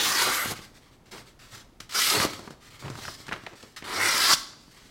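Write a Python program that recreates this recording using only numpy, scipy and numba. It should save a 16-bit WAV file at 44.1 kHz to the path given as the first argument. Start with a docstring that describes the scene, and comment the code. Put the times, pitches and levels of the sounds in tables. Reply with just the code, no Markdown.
"""A knife slices three strips off a hand-held sheet of paper, close to one microphone in a quiet room.
Each cut is a dense crackle of snapping fibres that rings the sheet through moving resonances.
The loose sheet flaps in low noise puffs and buckles in short pitched pops, and grainy hisses are
skin and blade sliding on the paper. The room adds a short diffuse tail, a low hum and a faint hiss."""
import sys
import numpy as np
from scipy import signal
from scipy.fft import rfft, irfft
from scipy.io import wavfile
from scipy.ndimage import uniform_filter1d
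from numba import njit

SR = 44100
rng = np.random.default_rng(int(sys.argv[2]) if len(sys.argv) > 2 else 0)


def level_to_linear(level):
    """Convert decibel levels to linear amplitude factors, elementwise."""
    exponent = np.asarray(level, float) / 20
    return 10 ** exponent


def wav_record(signal):
    """Record a signal, one row per channel, as 16-bit PCM in the file named by sys.argv[1]."""
    frames = np.transpose(np.atleast_2d(signal))
    bounded = np.clip(frames, -1, 1)
    # unit amplitude maps onto the largest positive 16-bit level
    quanta = np.round(bounded * 32767).astype(np.int16)
    wavfile.write(sys.argv[1], SR, quanta)


N = 216442  # length in samples

# the three cuts: t/s, tearing level/dB, upper ring f/Hz, low ring f/Hz, low ring level/dB re tearing
CUTS = [
    [(0.0, -27, 4000, 1300, -5.5), (0.04, -24.5, 3570, 1650, -8.5), (0.1, -26.5, 4150, 1340, -2),
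     (0.142, -27.5, 4960, 1730, 0.5), (0.188, -25.5, 4430, 1680, -1.5), (0.218, -23.5, 4500, 1360, -4.5),
     (0.254, -26.5, 4370, 1300, -2), (0.342, -30, 4530, 1730, 1.5), (0.466, -37, 4400, 1680, 3),
     (0.516, -32.5, 4140, 1790, -9.5), (0.54, -44.5, 4080, 1820, 9)],
    [(1.943, -40, 4360, 1360, 0), (1.949, -28, 4930, 1540, -4), (1.998, -22.5, 4900, 1720, -10.5),
     (2.022, -23.5, 4560, 1800, -7.5), (2.052, -22.5, 4500, 1740, -15.5), (2.08, -23, 4460, 1680, -3),
     (2.102, -21, 4550, 1440, -13.5), (2.136, -25, 4000, 1260, -2.5), (2.194, -29, 4400, 1390, -8.5),
     (2.236, -24, 4750, 1110, -2.5), (2.275, -42, 4340, 1130, -9)],
    [(3.841, -45.5, 4030, 1410, 1), (3.975, -34.5, 4440, 1390, 3), (4.011, -30.5, 4600, 1930, 6),
     (4.073, -26.5, 4600, 2070, 2.5), (4.113, -28, 4350, 1730, 1.5), (4.153, -26.5, 4900, 1610, 0),
     (4.245, -23.5, 4480, 1720, -2.5), (4.298, -21.5, 4540, 1500, -4), (4.311, -21.5, 4750, 1250, -5.5),
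     (4.337, -19.5, 4820, 1340, -8.5), (4.355, -34, 4940, 1330, -24)],
]
# fizz of each cut re its tearing: level at its start/dB, level at its end/dB
CUT_FIZZ_LEVELS = [(-10.5, -3), (-9, -7.5), (-8, -8)]
# spectrum of the cutting fizz: f/Hz, relative level per Hz/dB
FIZZ_SPECTRUM = [(2940, -35), (5000, -8), (6890, 4), (7560, 0), (10000, 4), (12400, 1.5), (16000, -4.5)]
# resonances of the sheet over the table: f/Hz, width/Hz, lift/dB
SHEET_RESONANCES = [(1204, 230, 5.5), (2030, 296, 6), (3280, 690, 6), (5190, 1030, 3), (5920, 800, 2.5),
                    (7890, 1200, 5)]
# short-lived narrow resonances in the cutting and sliding sounds:
# start t/s, end t/s, f/Hz, width/Hz, lift/dB
BRIEF_RINGS = [(0, .16, 15000, 1200, 9), (0.332, .47, 11800, 1300, 10.5), (1.946, 2.092, 1370, 248, 5),
               (1.97, 2.12, 12200, 350, 11), (2.15, 2.245, 4400, 400, 6), (3.05, 3.25, 5100, 500, 6),
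               (3.93, 4.11, 5600, 350, 6), (4.3, 4.34, 1300, 300, 6), (4.09, 4.327, 4950, 400, 3.5)]
# the loose sheet wobbles, during the cuts or when let go or turned:
# start t/s, swell/s, hold/s, level/dB, deepest part level/dB re that
WOBBLES = [(0, 0.038, 0.48, -33.5, -13), (.42, 0.06, 0.064, -38.5, -2), (.56, 0.013, 0.096, -53, 2.5),
           (1.11, 0.02, 0.083, -47.5, -10), (1.52, 0.011, 0.09, -49.5, -1), (2.09, 0.064, 0.055, -34.5, -8),
           (2.24, 0.0067, 0.0025, -27, -12.5), (2.28, .01, 0.13, -54.5, 5),
           (2.388, 0.0045, 0.14, -47.5, -7.5), (2.8, 0.1, 0.048, -45, 3), (2.96, 0.024, 0.15, -45, -1.5),
           (3.31, 0.0093, 0.025, -34.5, -5.5), (3.42, 0.074, 0.066, -51, -19),
           (3.625, 0.0037, 0.012, -51, -20), (3.82, 0.063, 0.074, -42, -16)]
# resonances of the flapping sheet: f/Hz, width/Hz, relative level/dB
FLAP_RINGS = [(226, 42, -1), (365, 148, -3), (523, 1040, -5)]
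# spectrum of the room floor: f/Hz, relative level per Hz/dB
AIR_SPECTRUM = [(12, -40), (20, 6.5), (40, -6.5), (65, -14), (123, -9.5), (177, -16.5), (248, -14),
                (293, -17), (513, -22.5), (738, -24.5), (802, -24), (1300, -31), (16000, -49.5)]
# decay of the room tail by 60 dB: f/Hz, time/s
ROOM_T60 = [(200, 0.89), (1400, 0.38), (4000, 0.63), (10000, 0.42)]
# the sheet buckles or is touched:
# t/s, peak level/dB, pitch f/Hz, crisp edge level/dB re peak, thump level/dB re peak
POPS = [(0.456, -24, 1890, -8, -0.5), (0.517, -23, 730, -21, -2.5), (0.589, -34.5, 1610, -13, 1.5),
        (1.179, -35, 1850, -16, -26), (1.802, -33.5, 1370, 6, -5.5), (2.199, -9, 1680, -9, -12),
        (2.248, -15.5, 343, -2.5, -7.5), (2.332, -30.5, 1260, 0, -17), (2.391, -32.5, 1010, -2, -0.5),
        (2.474, -29, 980, -26, -2), (2.505, -34.5, 996, -3, 1.5), (2.823, -32.5, 1010, -11, -8),
        (2.852, -29, 960, -25, -5), (2.879, -26.5, 1390, -22, -17), (2.899, -28.5, 1130, -1.5, 1.5),
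        (2.952, -29, 1200, -6.5, -14), (2.975, -35, 900, -10, -5), (2.986, -29.5, 1000, -15, -5),
        (3.05, -24, 1460, -12, -22), (3.079, -24.5, 990, -16, -9), (3.2, -47, 1550, -14, 6),
        (3.266, -38, 1290, 3, -20), (3.281, -27.5, 1160, -7, -10), (3.289, -24.5, 1700, -16, -6.5),
        (3.311, -23, 1190, -28, -12), (3.321, -18, 1060, -26, -15.5), (3.326, -19.5, 2300, -25, -10.5),
        (3.336, -22, 1480, -30, -17), (3.36, -29, 1400, -25, -25), (3.435, -39.5, 1010, -2, 3),
        (3.463, -24.5, 1750, -29, -32), (3.468, -26.5, 615, -33, -17), (3.532, -40.5, 750, -8, 2.5),
        (3.626, -40.5, 2030, 5.5, -25), (3.634, -44.5, 395, -26, 3), (3.822, -30, 1930, -22, -4.5),
        (4.333, -9.5, 4500, -10, -18), (4.532, -39, 1190, -19, -25), (4.566, -53, 696, -21, -1),
        (4.609, -48, 1000, -7, -6), (4.678, -50.5, 905, -11, 6), (4.715, -59, 2000, 8, 0)]
# fingers or blade slide on the paper: start t/s, swell/s, hold/s, level/dB, body level/dB re that
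SLIDES = [(.55, .005, 0.037, -49, -2), (.615, 0.0032, 0.034, -49.5, -2), (.74, 0.013, 0.021, -54.5, -3.5),
          (.8, 0.026, 0.13, -62, 0), (1.055, .005, 0.027, -62, 0), (1.11, 0.0077, .08, -46.5, -3),
          (1.25, 0.029, 0.013, -53, -2.5), (1.39, .002, .015, -56, -2), (1.4, 0.029, 0.033, -53, -1),
          (1.48, 0.057, 0.021, -46, -4), (1.57, 0.0082, 0.036, -53, -1), (1.8, 0.0036, 0.0086, -46, -2),
          (1.892, 0.0017, .003, -42, -2.5), (1.908, .002, .008, -41, -6),
          (1.921, 0.003, 0.0036, -37.5, -1.5), (1.936, .002, .006, -38, -13),
          (2.27, 0.0055, 0.092, -43, -2.5), (2.37, .01, 0.096, -54, -12), (2.5, 0.0054, 0.026, -54.5, -9),
          (2.6, 0.027, 0.047, -54, -1), (2.7, 0.0091, 0.06, -52, -1), (2.79, 0.0099, 0.19, -49.5, -4),
          (2.95, 0.077, 0.12, -42.5, -5.5), (3.17, 0.012, 0.056, -50.5, -4), (3.225, 0.022, 0.034, -60, 6),
          (3.262, 0.0082, 0.26, -53.5, 2.5), (3.553, 0.0023, 0.17, -54, -3), (3.762, 0.0016, 0.013, -43, 0),
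          (4.355, .005, 0.038, -42.5, -9), (4.56, 0.062, .12, -61, -7), (4.705, .008, 0.054, -60, -3.5),
          (4.76, 0.015, .15, -56, -2)]
# spectrum of the sliding hiss: f/Hz, relative level per Hz/dB
SLIDE_SPECTRUM = [(1180, -22), (2000, -27), (4450, -3.5), (4990, -8), (6090, -9), (11100, -16),
                  (16000, -20)]

UPPER_RING_DB = -1  # re tearing
CUT_WOBBLE_DB, CUT_DEEP_DB = -14, -14  # shake of a cut re its low ring, deepest part re that
WOBBLE_SAG_DB_S, WOBBLE_FALL_DB_S = 37, 282  # loss from the end of the swell, extra loss after the hold
SLIDE_SAG_DB_S, SLIDE_FALL_DB_S = 26, 330
SWELL_POWER = 0.73  # a swell grows as this power of its time
POP_T60_S = 0.038
AIR_DB, ROOM_DB = -52.5, -15.5  # floor rms, tail energy re direct sound
TOP_HZ = 15900


def level(x, db):
    """Scale to an rms level."""
    return x * level_to_linear(db) / np.sqrt(np.mean(x ** 2))


@njit
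def svf(x, hz, width):
    """State-variable band-pass with a moving centre, gain 1 at the centre."""
    y, mid, low = np.empty(len(x)), 0., 0.
    for i in range(len(x)):
        g = np.tan(np.pi * hz[i] / SR)
        damping = width / hz[i]
        v = (mid + g * (x[i] - low)) / (1 + g * (g + damping))
        mid = 2 * v - mid
        low = low + 2 * g * v
        y[i] = damping * v
    return y


def band(x, hz, width_hz):
    """Band-pass at a fixed or moving centre."""
    centre = np.clip(hz + np.zeros(len(x)), 20, SR / 2.5)
    return svf(x, centre, max(1. * width_hz, 10.))


def colour(x, points):
    """Shape a spectrum by (Hz, dB) points, joined by lines over log frequency."""
    hz, db = np.transpose(points)
    f = np.maximum(np.arange(len(x) // 2 + 1) * SR / len(x), 1)
    gain = level_to_linear(np.interp(np.log(f), np.log(hz), db))
    return irfft(rfft(x) * gain, len(x))


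def walk(rate):
    """Random levels held 1 / rate s and slewed twice; spread near 1."""
    hold = max(int(SR / rate), 1)
    steps = np.repeat(rng.standard_normal(N // hold + 1), hold)
    return uniform_filter1d(uniform_filter1d(steps, hold), hold)[:N]


def play(tables):
    """Join the tables into per-sample columns, with a gain that is silent between them."""
    t = np.arange(N) / SR
    s, *columns = np.concatenate(tables).T
    order = np.argsort(s, kind="stable")
    on = sum((t >= rows[0][0]) & (t <= rows[-1][0]) for rows in tables) > 0
    columns = [np.interp(t, s[order], c[order]) for c in columns]
    gain = uniform_filter1d(on * level_to_linear(columns[0]), size=120)
    return gain, columns[1:]


def strokes(rows, sag_db_s, fall_db_s):
    """Each row swells, holds while sagging and falls away; gains of its main and second parts."""
    t, main, second = np.arange(N) / SR, 0, 0
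    for s, swell, hold, db, second_db in rows:
        since = t - s - swell
        rise = np.clip((t - s) / max(swell, 1e-3), 0, 1) ** SWELL_POWER
        loss_db = sag_db_s * np.maximum(since, 0) + fall_db_s * np.maximum(since - hold, 0)
        power = (rise * level_to_linear(db - loss_db)) ** 2
        main = main + power
        second = second + power * level_to_linear(second_db) ** 2
    return np.sqrt(main), np.sqrt(second)


def snaps(per_s, spread_db, hiss_db):
    """Fibres let go at random moments, a few far harder than the rest, over a fine hiss."""
    hit = rng.random(N) < per_s / SR
    size = np.minimum(rng.exponential(size=N), 5)
    crackle = level(hit * level_to_linear(spread_db * size), 0)
    return crackle + level(rng.standard_normal(N), hiss_db)


def sheet(x, patchy_db):
    """Resonances swell and drift as the sheet bends; waves bounce back from edges and creases."""
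    for hz, width_hz, db in SHEET_RESONANCES:
        lift = level_to_linear(db + patchy_db * walk(20)) - 1
        x = x + lift * band(x, hz * np.exp(0.041 * walk(9)), width_hz)
    # edges and creases lie at uneven distances
    lags = (SR * rng.uniform(0.0005, 0.006, size=12)).astype(int)
    shares = [0.17 * walk(16) for _ in lags]
    echoes = sum(g * np.roll(x, lag) for g, lag in zip(shares, lags))
    # the echoes only share out the energy of the source
    return (x + echoes) / np.sqrt(1 + np.sum(np.square(shares), axis=0))


def brief_rings(x):
    """Short-lived narrow resonances fade in and out over about 20 ms."""
    t = np.arange(N) / SR
    for start, end, hz, width_hz, db in BRIEF_RINGS:
        on = uniform_filter1d(1. * ((t >= start) & (t < end)), size=880)
        x = x + on * (level_to_linear(db) - 1) * band(x, hz, width_hz)
    return x


def cut():
    """Tearing fibres ring the free strip, whose two main resonances move as the blade travels."""
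    gain, (upper_hz, low_hz, low_db) = play(CUTS)
    ends = [rows[k][0] for rows in CUTS for k in (0, -1)]
    fizz_db = np.interp(np.arange(N) / SR, ends, np.ravel(CUT_FIZZ_LEVELS))
    # low ring, upper ring and fizz each flutter in level at random, independently
    flutters = [level_to_linear(1.5 * walk(110)) for _ in range(3)]
    fibres = brief_rings(sheet(snaps(6000, 2.6, 1.5), patchy_db=1.5))
    low_tilt = [(300, 12), (700, 5.5), (1000, 4.5), (2300, -2.0), (4000, -16.5)]
    low = level(colour(band(fibres, low_hz, 1030), low_tilt), 0)
    upper = level(band(band(fibres, upper_hz, 1440), 2560, 6200), 0)
    fizz = level(colour(fibres, [(2500, -65)] + FIZZ_SPECTRUM), 0)
    low = level_to_linear(low_db) * flutters[0] * low
    upper = level_to_linear(UPPER_RING_DB) * flutters[1] * upper
    fizz = level_to_linear(fizz_db) * flutters[2] * fizz
    return gain * (low - upper + fizz)  # the upper ring is in opposite polarity


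def flap():
    """The wobbling sheet pushes air in uneven low puffs, coloured by the gap over the table."""
    gain, deep_gain = strokes(WOBBLES, WOBBLE_SAG_DB_S, WOBBLE_FALL_DB_S)
    tearing, (_, _, low_db) = play(CUTS)
    shake = tearing * level_to_linear(low_db + CUT_WOBBLE_DB)  # a cut shakes the sheet too
    push = rng.standard_normal(N) * level_to_linear(6.5 * walk(29.9))
    rings = [level_to_linear(db) * band(band(push, hz, w), hz, 2 * w) for hz, w, db in FLAP_RINGS]
    puffs = level(sum(rings), 0)
    deep = level(band(band(push, 125, 52), 110, 110), 0)
    return np.hypot(gain, shake) * puffs + np.hypot(deep_gain, level_to_linear(CUT_DEEP_DB) * shake) * deep


def air():
    """Room hum and microphone hiss, noise shaped by its spectrum and wavering a little."""
    floor = colour(rng.standard_normal(N), AIR_SPECTRUM)
    return level(floor * level_to_linear(1.8 * walk(3.18)), AIR_DB)


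def room(x):
    """A diffuse tail from 8 ms on, built of octave bands of noise that each decay at their own rate."""
    t, tail = np.arange(SR) / SR, 0
    hz, t60 = np.transpose(ROOM_T60)
    for f in 125 * 2. ** np.arange(8):
        fade = np.exp(-np.log(1000) * t / np.interp(np.log(f), np.log(hz), t60))
        tail = tail + fade * band(rng.standard_normal(SR), f, 0.9 * f)
    tail = tail * np.clip((t - 0.008) / 0.0029, 0, 1)
    tail = level_to_linear(ROOM_DB) * tail / np.sqrt(np.sum(tail ** 2))
    return signal.fftconvolve(x, tail)[:N]


def burst(noise, hz, width_hz, t60, db):
    """A rattle that builds for a moment, snaps through and dies, in a band; scaled to its peak."""
    t = np.arange(len(noise)) / SR
    rattle = noise * (1 - np.exp(-t / 0.0029)) * np.exp(-np.log(1000) * t / t60)
    snap = 1.19 * np.exp(-((t - 0.0025) * hz * 8.8) ** 2)
    ring = band(band(rattle - snap, hz, width_hz), hz, 1.28 * width_hz)
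    return level_to_linear(db) * ring / np.abs(ring).max()


def pops():
    """A buckle snaps along a crease for a few ms: a pitched burst, a crisp edge and a slower thump."""
    out = np.zeros(N + SR)
    noises = rng.standard_normal((len(POPS), 3, SR // 5))
    for (s, db, hz, crisp_db, thump_db), (a, b, c) in zip(POPS, noises):
        i = int(s * SR)
        out[i:i + len(a)] += burst(a, hz, 1.12 * hz, POP_T60_S, db)
        out[i:i + len(a)] += burst(b, 3800, 5800, 0.025, db + crisp_db)
        out[i:i + len(a)] += burst(c, 225, 550, 0.092, db + thump_db)
    return out[:N]


def handling():
    """Skin and blade slide on the paper with a grainy hiss over a duller body."""
    gain, body_gain = strokes(SLIDES, SLIDE_SAG_DB_S, SLIDE_FALL_DB_S)
    rubbing = snaps(6000, 3, 1.5) * level_to_linear(2.2 * walk(70))
    grain = brief_rings(sheet(rubbing, patchy_db=1))
    slide = level(colour(grain, [(900, -50)] + SLIDE_SPECTRUM), 0)
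    body = level(band(band(grain, 1750, 2300), 670, 3150), 0)
    return gain * slide + body_gain * body


def scene():
    """Paper sounds, their room tail and the floor, at one microphone; the same on both channels."""
    paper = cut() + handling() + flap() + pops()
    return np.tile(paper + room(paper) + air(), (2, 1))


def low_pass(x):
    """Removes everything above the highest recorded frequency."""
    return signal.sosfilt(signal.butter(12, 16480, fs=SR, output="sos"), x)


def record(dry):
    """The microphone loses the deepest bass; the top is cut."""
    bass_cut = signal.butter(2, 40, "high", fs=SR, output="sos")
    top_cut = signal.ellip(8, 0.2, 70, TOP_HZ, fs=SR, output="sos")
    mix = signal.sosfilt(top_cut, signal.sosfilt(bass_cut, dry))
    return low_pass(mix)


dry = scene()
out = record(dry)
wav_record(out)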